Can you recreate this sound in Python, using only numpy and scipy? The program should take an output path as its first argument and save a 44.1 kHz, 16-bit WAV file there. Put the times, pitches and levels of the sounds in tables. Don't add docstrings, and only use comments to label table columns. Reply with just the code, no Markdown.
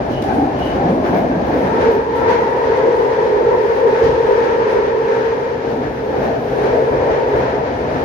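import sys
import numpy as np
from scipy import signal
from scipy.fft import rfft, irfft
from scipy.io import wavfile
from scipy.ndimage import uniform_filter1d, minimum_filter1d

SR = 44100
rng = np.random.default_rng(int(sys.argv[2]) if len(sys.argv) > 2 else 0)


def bounce(signal):
    frames = np.transpose(np.atleast_2d(signal))
    limited = np.clip(frames, -1, 1)
    pcm = np.round(limited * 32767).astype(np.int16)
    wavfile.write(sys.argv[1], SR, pcm)


N = 354728
T = np.arange(N) / SR
HZ = np.maximum(np.arange(N // 2 + 1) * SR / N, 1)


def undb(db):
    return 10 ** (np.asarray(db) / 20)


def curves(table):
    times_s, *columns = np.transpose(table)
    return [np.interp(T, times_s, column) for column in columns]


def response(points):
    hz, db = np.transpose(points)
    return undb(np.interp(np.log(HZ), np.log(hz), db))


def hump(hz, width_hz):
    return 1 / (1 + ((HZ - hz) / width_hz) ** 2)


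def ringing(modes):
    return np.sqrt(1 + sum((undb(db) * hump(hz, width_hz / 2)) ** 2 for hz, width_hz, db in modes))


def noise():
    return rng.standard_normal((2, N))


def walk(rate_hz, size=N):
    knots = rng.standard_normal(8192)
    drift = np.interp(T[:size] * rate_hz, np.arange(len(knots)), knots)
    drift = uniform_filter1d(drift, int(SR / rate_hz) + 1)
    return drift / drift.std()


def ragged_tone(hz, width_hz, count=2, size=SR // 2):
    phase = 2 * np.pi * hz * T[:size]
    return np.array([walk(2 * width_hz, size) * np.cos(phase) + walk(2 * width_hz, size) * np.sin(phase)
                     for _ in range(count)])


def steadied(pair, window_s, share):
    power = uniform_filter1d(np.mean(pair ** 2, axis=0), int(window_s * SR) + 1)
    even = pair / (power + 1e-12) ** (share / 2)
    return even * np.sqrt(np.mean(pair ** 2) / np.mean(even ** 2))


def glide(pair, ratio):
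    position = np.cumsum(ratio) % (N - 1)
    return np.array([np.interp(position, np.arange(N), x) for x in pair])


def blow(start_s, attack_s, decay_s):
    age_s = np.maximum(T - start_s, 0)
    return (1 - np.exp(-age_s / attack_s)) * np.exp(-age_s / decay_s)


def swell(sound, start_s, length_s, peak_share=0.54):
    size = sound.shape[1]
    first = int(np.clip(start_s * SR, 0, N - size))
    envelope = np.sin(np.pi * np.interp(T[:size] / length_s, [0, peak_share, 1], [0, .5, 1]))
    return np.pad(sound * envelope, [(0, 0), (first, N - size - first)])


def panels(ripple_db=1.66, spacing_hz=22, fade_hz=4000):
    knots = rng.standard_normal(4096)
    depth = np.minimum(HZ / 1200, 1) / (1 + (HZ / fade_hz) ** 2)
    return undb(ripple_db * depth * np.interp(HZ / spacing_hz, np.arange(len(knots)), knots))


def port_coherence(max_lag_s=0.00044, left_bias=0.66):
    side = np.cos(np.pi * (np.arange(48) + .5) / 48)[:, None]
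    hz = HZ[::64]
    arrivals = (1 + left_bias * side) * np.exp(-2j * np.pi * hz * max_lag_s * side)
    return .99 * np.interp(HZ, hz, arrivals.mean(axis=0) / (1 + (hz / 4500) ** 2))


def heard(pair, gain, coherence, band_hz):
    # freq_hz, left_minus_right_db
    imbalance = [(60, 0.5), (190, 0), (290, -1), (420, -1), (510, 2.5), (620, 3.5), (1150, 1.2), (1550, 4),
                 (2200, 3), (3500, 1), (4300, -3.5), (5500, -2.5), (7200, 3), (9200, 4), (11500, -2),
                 (15500, -4)]
    tilt = np.sqrt(response(imbalance))
    left, other = rfft(pair) * gain
    right = coherence * left + np.sqrt(np.maximum(1 - abs(coherence) ** 2, 0)) * other
    ports = np.array([left * tilt, right / tilt])
    in_band = ports.mean(axis=0)[(HZ > band_hz[0]) & (HZ < band_hz[1])]
    return irfft(ports, N) * N / np.sqrt(2 * np.sum(abs(in_band) ** 2))


def wheel_load(average_s=0.94):
    # time_s, level_db
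    load = [(0, -38), (0.24, -40), (0.31, -35.5), (0.48, -38), (0.89, -34.5), (1.0, -39), (1.06, -38),
            (1.46, -37.5), (1.53, -33), (1.74, -34.5), (1.84, -33), (2.08, -39.5), (2.18, -35),
            (2.33, -32.5), (2.52, -35), (2.8, -33), (2.92, -34.5), (3.7, -36), (3.97, -31.5), (4.2, -35.5),
            (4.4, -32), (4.78, -32.5), (5.0, -35.5), (5.15, -32.5), (5.62, -38), (6.07, -39.5),
            (6.25, -33.5), (6.45, -39), (6.68, -32), (6.87, -36.5), (7.12, -31.5), (7.26, -36), (7.41, -32),
            (7.72, -36.5), (8.04, -35)]
    load_db, = curves(load)
    return load_db, load_db - uniform_filter1d(load_db, int(average_s * SR) + 1)


def track(coherence, surge_db, thud, roar):
    # time_s, body_db, low_roar_db, upper_roar_db
    roughness = [(0, -28.5, -26, -27), (0.3, -29.5, -22.5, -28.5), (0.7, -27.5, -25, -27.5),
                 (1.05, -31.5, -18, -24), (1.6, -29.5, -24, -26), (2.1, -34, -26, -35.5),
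                 (2.6, -35.5, -31, -33), (3.6, -37, -33.5, -38), (4.6, -35.5, -32, -39.5),
                 (5.5, -36.5, -34, -38.5), (5.76, -32.5, -26.5, -28.5), (6.0, -34, -30, -36),
                 (6.25, -30.5, -26.5, -27.5), (6.7, -30.5, -29, -28.5), (7.4, -33.5, -30, -27),
                 (8.04, -28, -25.5, -28)]
    # freq_hz, density_db
    body_spectrum = [(15, -51.5), (30, -31), (43, -8), (58, -4), (75, -1), (98, -6.5), (118, -3.5),
                     (134, 3.5), (152, -7), (200, -34.5), (400, -80.5), (2000, -100)]
    low_spectrum = [(20, -84.5), (90, -38), (140, -12.5), (175, -2.5), (215, -2), (255, 4.5), (310, 0),
                    (380, 0.5), (470, -7), (600, -23.5), (900, -47.5), (3000, -90.5)]
    upper_spectrum = [(20, -83), (250, -28), (400, -3.5), (520, 2), (630, 1), (760, 0), (860, -2.5),
                      (970, -7), (1100, -13), (1600, -60.5), (5000, -95.5)]
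    # time_s, pitch_ratio
    roar_pitch = [(0, 1.02), (.8, 1.038), (1.6, 0.99), (6.2, .99), (6.9, .94), (8.04, 0.97)]
    body_db, low_db, upper_db = curves(roughness)
    body = heard(noise(), response(body_spectrum), coherence, (35, 150))
    low = heard(noise(), response(low_spectrum), coherence, (160, 340))
    upper = heard(noise(), response(upper_spectrum), coherence, (600, 790))
    layers = [(body, body_db + 0.21 * surge_db, thud),
              (low, low_db + 0.74 * surge_db, roar),
              (glide(upper, *curves(roar_pitch)), upper_db + 0.67 * surge_db, undb(-4) * roar)]
    return sum(steadied(band, 0.16, share=1) * np.hypot(undb(db), jolt) for band, db, jolt in layers)


def collector_shoes(coherence, surge_db, sway_db=1.3, grit_db=0.5):
    # time_s, scrape_db, fizz_db
    live_rail = [(0, -68, -72), (.33, -63, -69), (.55, -66.5, -72), (1.0, -66, -70), (1.42, -67, -71),
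                 (1.55, -66, -64), (1.72, -63, -67), (2.05, -66.5, -71), (2.6, -66, -71), (3.1, -65.5, -72),
                 (3.6, -65, -66), (3.95, -64.5, -69), (4.2, -65, -69), (4.6, -65.5, -71),
                 (5.3, -68.5, -72.5), (5.6, -70, -70.5), (5.75, -66, -68.5), (6.05, -68.5, -68),
                 (6.4, -67, -64.5), (6.75, -65, -70), (7.0, -66, -69), (7.3, -66.5, -71),
                 (7.65, -69.5, -74), (8.04, -66, -69.5)]
    # start_s, scrape_db, fizz_db, decay_s
    catches = [(.11, -62, -61, .03), (.221, -46.5, -49.5, 0.0069), (.236, -55, -58, .026),
               (.337, -58, -58, .04), (.582, -58, -61, .04), (.645, -59, -62, .05), (.885, -61, -65, .04),
               (1.05, -63, -57, .08), (1.165, -60, -62, 0.037), (1.455, -67, -60, .06),
               (1.80, -61, -66, .05), (1.905, -60, -59, .032), (2.15, -57, -57, .058),
               (2.285, -55, -62, .048), (2.475, -66, -64, .04), (2.76, -59, -68, .032),
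               (2.94, -66, -63, .08), (3.22, -66, -68, .06), (3.87, -66, -72, .06), (4.038, -54, -59, .015),
               (4.25, -61, -71.5, .07), (4.43, -63, -72, .04), (4.7, -63, -76, .05),
               (5.13, -66, -70, 0.061), (5.68, -68, -67, .04), (6.23, -61, -65, .05),
               (6.62, -66, -71, 0.049), (6.95, -67, -68, .05), (7.275, -66, -60, .049),
               (7.36, -62.5, -61, .05), (7.77, -66, -68, .06)]
    # freq_hz, density_db
    scrape_spectrum = [(3000, -11), (6000, -1.5), (7600, -5), (9300, 1), (10800, 0), (12000, -3),
                       (13500, -13), (16000, -22.5)]
    fizz_spectrum = [(6000, -30), (10000, -14.5), (11500, -4), (12500, -1), (13600, 1), (14600, 0.5),
                     (16000, -1.5)]
    scrape = heard(noise(), response(scrape_spectrum) * panels(), coherence, (8500, 12000))
    fizz = heard(noise(), response(fizz_spectrum), coherence, (12000, 15500))
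    catching = sum(undb(levels_db)[:, None] * blow(start_s, .12 * decay_s, decay_s)
                   for start_s, *levels_db, decay_s in catches)
    sliding = undb(np.array(curves(live_rail)) + 0.35 * surge_db + sway_db * walk(14))
    scrape_gain, fizz_gain = np.hypot(sliding, catching)
    return undb(grit_db * walk(90)) * (scrape_gain * scrape + fizz_gain * fizz), scrape_gain


def rolling(coherence, load_db, rattle, clatter, scrape_gain, hiss_db=-49.5, flutter_db=0.67):
    # freq_hz, density_db
    roll_spectrum = [(100, -55.5), (600, -22), (950, 2), (1150, 4.5), (1330, 5), (1420, 2.5), (1580, 4.5),
                     (1850, 0), (2100, -0.5), (2450, -5), (2800, -13.5), (3500, -20), (6000, -58.5),
                     (9000, -78.5)]
    hiss_spectrum = [(1500, -16), (2700, 4.5), (3300, 3), (4000, 1), (5000, -2), (6200, -5.5), (7000, -13),
                     (7600, -25), (9000, -46)]
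    # pitch_hz, width_hz, gain_db
    wheel_modes = [(1380, 36, -5.5), (1500, 99, -1.5), (1737, 220, 1.5), (2400, 200, -5)]
    roll_filter = response(roll_spectrum) * ringing(wheel_modes) * panels()
    roll = heard(noise(), roll_filter, coherence, (1150, 2600))
    hiss = heard(noise(), response(hiss_spectrum) * panels(), coherence, (3300, 7000))
    wheel_hiss = undb(hiss_db + 0.81 * (load_db - load_db.mean()))
    shoe_hiss = undb(9) * scrape_gain
    hiss_gain = np.sqrt(wheel_hiss ** 2 + rattle ** 2 + shoe_hiss ** 2)
    return undb(flutter_db * walk(24)) * (roll * np.hypot(undb(load_db), clatter) + hiss * hiss_gain)


def jolts(attack_s=0.012, decay_s=0.094):
    # start_s, body_thud_db, floor_roar_db, door_rattle_db, wheel_clatter_db
    hits = [(.09, -25, -42, -48, -50), (1.035, -32, -36, -44, -28.5), (1.125, -38, -19.5, -52, -35),
            (1.39, -27, -33, -59, -50), (1.8, -30, -33, -43, -28), (2.17, -27, -36, -51, -35),
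            (2.275, -38.5, -38, -42, -29), (2.62, -32, -40, -55, -43), (3.44, -28.5, -43, -55, -47),
            (4.025, -20, -26, -40, -38), (5.64, -33, -26.5, -52, -46), (5.82, -28, -34, -54, -37),
            (6.9, -22, -26, -58, -37), (7.33, -21, -27, -57, -33)]
    return sum(undb(levels_db)[:, None] * blow(start_s, attack_s, decay_s)
               for start_s, *levels_db in hits)


def squeaks(waver_hz=9, skirt_db=-5):
    # start_s, length_s, pitch_hz, rasp_width_hz, rasp_db, tone_re_rasp_db
    events = [(0.105, 0.15, 2940, 150, -39, -12), (0.28, 0.1, 1570, 100, -34, -18),
              (0.555, 0.24, 2940, 188, -38.5, -7), (1.06, 0.23, 10800, 330, -63, -20),
              (1.125, .11, 14400, 800, -55, -25), (1.29, .09, 1606, 80, -35, -8),
              (1.48, .12, 15400, 350, -62, -18), (1.57, .11, 10000, 330, -64, -20),
              (1.904, 0.083, 13900, 1400, -55, -30), (2.72, 0.14, 1915, 200, -36, -24)]
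    sound = 0
    for start_s, length_s, hz, width_hz, rasp_db, tone_db in events:
        pitch_hz = hz + waver_hz * walk(46, SR // 2)
        tone = np.sqrt(2) * np.sin(2 * np.pi * np.cumsum(pitch_hz) / SR)
        rasp = ragged_tone(hz, width_hz) + undb(skirt_db) * ragged_tone(hz, 2.8 * width_hz)
        sound += undb(rasp_db) * swell(rasp + undb(tone_db) * tone, start_s, length_s, peak_share=0.3)
    return sound


def worn_rail(coherence):
    # start_s, length_s, pitch_hz, width_hz, level_db
    patches = [(.17, 0.38, 774, 110.1, -22), (0.476, .24, 725, 61, -30), (0.729, 0.2, 783, 76.2, -23.5),
               (1.08, 0.18, 689, 64, -23), (6.221, 0.2, 650, 58, -26), (6.702, 0.14, 634, 45, -21),
               (6.982, 0.21, 595, 50, -23.5), (7.83, 0.096, 626, 40, -33)]
    moans = 0
    for start_s, length_s, hz, width_hz, db in patches:
        moan = steadied(ragged_tone(hz, width_hz), 0.052, share=0.59)
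        moans += undb(db) * swell(moan, start_s, length_s)
    return heard(moans, 1, coherence, (500, 950)) * moans.std()


def track_dips(width_hz=45):
    # start_s, length_s, pitch_hz, level_db
    dips = [(0.35, 0.13, 288, -15), (.82, 0.11, 182, -17.5), (0.831, 0.14, 454, -23.5),
            (1.116, 0.096, 280, -27), (1.32, 0.1, 190, -21), (1.496, 0.094, 294, -22),
            (1.6, 0.15, 191.7, -22.5), (5.74, 0.086, 258, -21)]
    booms = 0
    for start_s, length_s, hz, db in dips:
        boom = steadied(ragged_tone(hz, width_hz, count=1), 0.43, share=0.73)
        booms += undb(db) * swell(boom, start_s, length_s)
    return booms


def corrugation(coherence, surge_db, overtone_scatter_hz=31, entry_db_per_s=45):
    # time_s, howl_db, octave_db
    depth = [(1.55, -26, -35.5), (1.72, -23, -26.5), (1.89, -13, -25.5), (2.08, -22.5, -26.5),
             (2.28, -16, -23.5), (2.48, -20, -24), (2.88, -16, -26), (3.17, -15, -25.5), (3.47, -14, -27),
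             (3.72, -17, -26.5), (3.86, -17, -27), (4.3, -15, -26), (4.87, -17, -28.5), (5.45, -20, -31),
             (5.62, -21.5, -37.5), (5.98, -26, -38), (6.09, -19, -33.5), (6.42, -26, -48),
             (6.62, -17, -31.5), (7.36, -19.5, -28), (7.78, -27, -36.5), (8.04, -26.5, -35)]
    # time_s, rate_hz, scatter_hz
    ripples = [(1.5, 445.3, 27.8), (2.15, 449.7, 27.12), (2.4, 474.3, 25.7), (3.1, 464.8, 26.3),
               (3.6, 452.4, 25.1), (4.4, 456.8, 24.11), (5.2, 450.8, 27.2), (6.1, 450.2, 28),
               (6.8, 466.2, 49.15), (8.0, 465.8, 55.6)]
    # centre_s, howl_change_db, octave_change_db, bend_hz
    flares = [(2.3, 2, 4.5, 8), (2.7, 2, -2.5, -10), (2.87, 5.5, -2.5, 22), (3.15, -4.5, -1, 0),
              (3.3, -2, -4, -15), (3.54, 2, 5, 25), (3.7, 0.5, -0.5, -10), (3.87, 8, 2, -5),
              (4.03, 5, -2.5, 0), (4.3, 4, 0.5, 5), (4.77, 3.5, 0.5, 15), (5.128, 2.5, 2, -10.5),
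              (5.6, -5, -1, -0.5), (7.35, 3.5, -5, 10.5)]
    # pitch_hz, width_hz, gain_db
    cabin_modes = [(370, 50, 7), (415.8, 16.5, 13.5), (456, 32, 6.5), (493, 21, -1), (519, 26, 5.5)]
    # start_s, length_s, level_db
    singing = [(1.64, 0.26, -36), (2.12, 0.23, -38), (3.36, 0.29, -41), (3.78, 0.23, -44), (4.25, 0.4, -44),
               (5.06, 0.17, -39.5)]
    *flares_db, bend_hz = sum(np.array(change)[:, None] * np.exp(-((T - centre_s) / 0.03108) ** 2)
                              for centre_s, *change in flares)
    howl_db, octave_db = np.add(curves(depth), flares_db)
    ripple_hz, scatter_hz = curves(ripples)

    def wheels(harmonic, spread_hz):
        cycles = [np.cumsum(ripple_hz + bend_hz + spread_hz * walk(170)) / SR for _ in range(4)]
        return np.sin(2 * np.pi * harmonic * np.array(cycles)).reshape(2, 2, N).sum(axis=1)

    broken = undb(22) * noise()
    cabin_filter = ringing(cabin_modes) * hump(486, 87)
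    note = heard(wheels(1, scatter_hz) + broken, cabin_filter, coherence, (390, 550))
    octave = heard(wheels(2, overtone_scatter_hz) + broken / 2, hump(916, 105), coherence, (830, 1030))
    third = heard(wheels(3, overtone_scatter_hz), hump(1342, 35), coherence, (1200, 1450))
    fourth = heard(wheels(4, spread_hz=21), panels(), coherence, (1600, 2100))
    howl = steadied(note, 0.083, share=0.53) * undb(howl_db + 0.2 * surge_db)
    overtones = steadied(octave, 0.058, share=0.82) + undb(-15) * fourth
    overtones *= undb(octave_db + 0.42 * surge_db)
    singing_gain = sum(undb(db) * np.sin(np.pi * np.clip((T - start_s) / length_s, 0, 1))
                       for start_s, length_s, db in singing)
    entry_db = -entry_db_per_s * np.maximum(depth[0][0] - T, 0)
    return undb(entry_db) * (howl + overtones + steadied(third, 0.14, share=0.8) * singing_gain)


def scene():
    coherence = port_coherence()
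    load_db, surge_db = wheel_load()
    thud, roar, rattle, clatter = jolts()
    rumble = track(coherence, surge_db, thud, roar)
    wear = worn_rail(coherence) + track_dips()
    howl = corrugation(coherence, surge_db)
    shoes, scrape_gain = collector_shoes(coherence, surge_db)
    roll = rolling(coherence, load_db, rattle, clatter, scrape_gain)
    return rumble + shoes + roll + squeaks() + wear + howl


def record(dry, low_hz=30, top_hz=15720, ceiling=.96, fade_s=.003):
    fades = np.sin(np.pi / 2 * np.minimum(np.minimum(T, T[::-1]) / fade_s, 1)) ** 2
    sound = signal.sosfilt(signal.butter(3, low_hz, "high", fs=SR, output="sos"), dry * fades)
    sound = signal.sosfilt(signal.ellip(14, .1, 90, top_hz, fs=SR, output="sos"), sound)
    limiter_gain = ceiling / np.maximum(abs(sound).max(axis=0), ceiling)
    return sound * uniform_filter1d(minimum_filter1d(limiter_gain, SR // 100), SR // 100)


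dry = scene()
out = record(dry)
bounce(out)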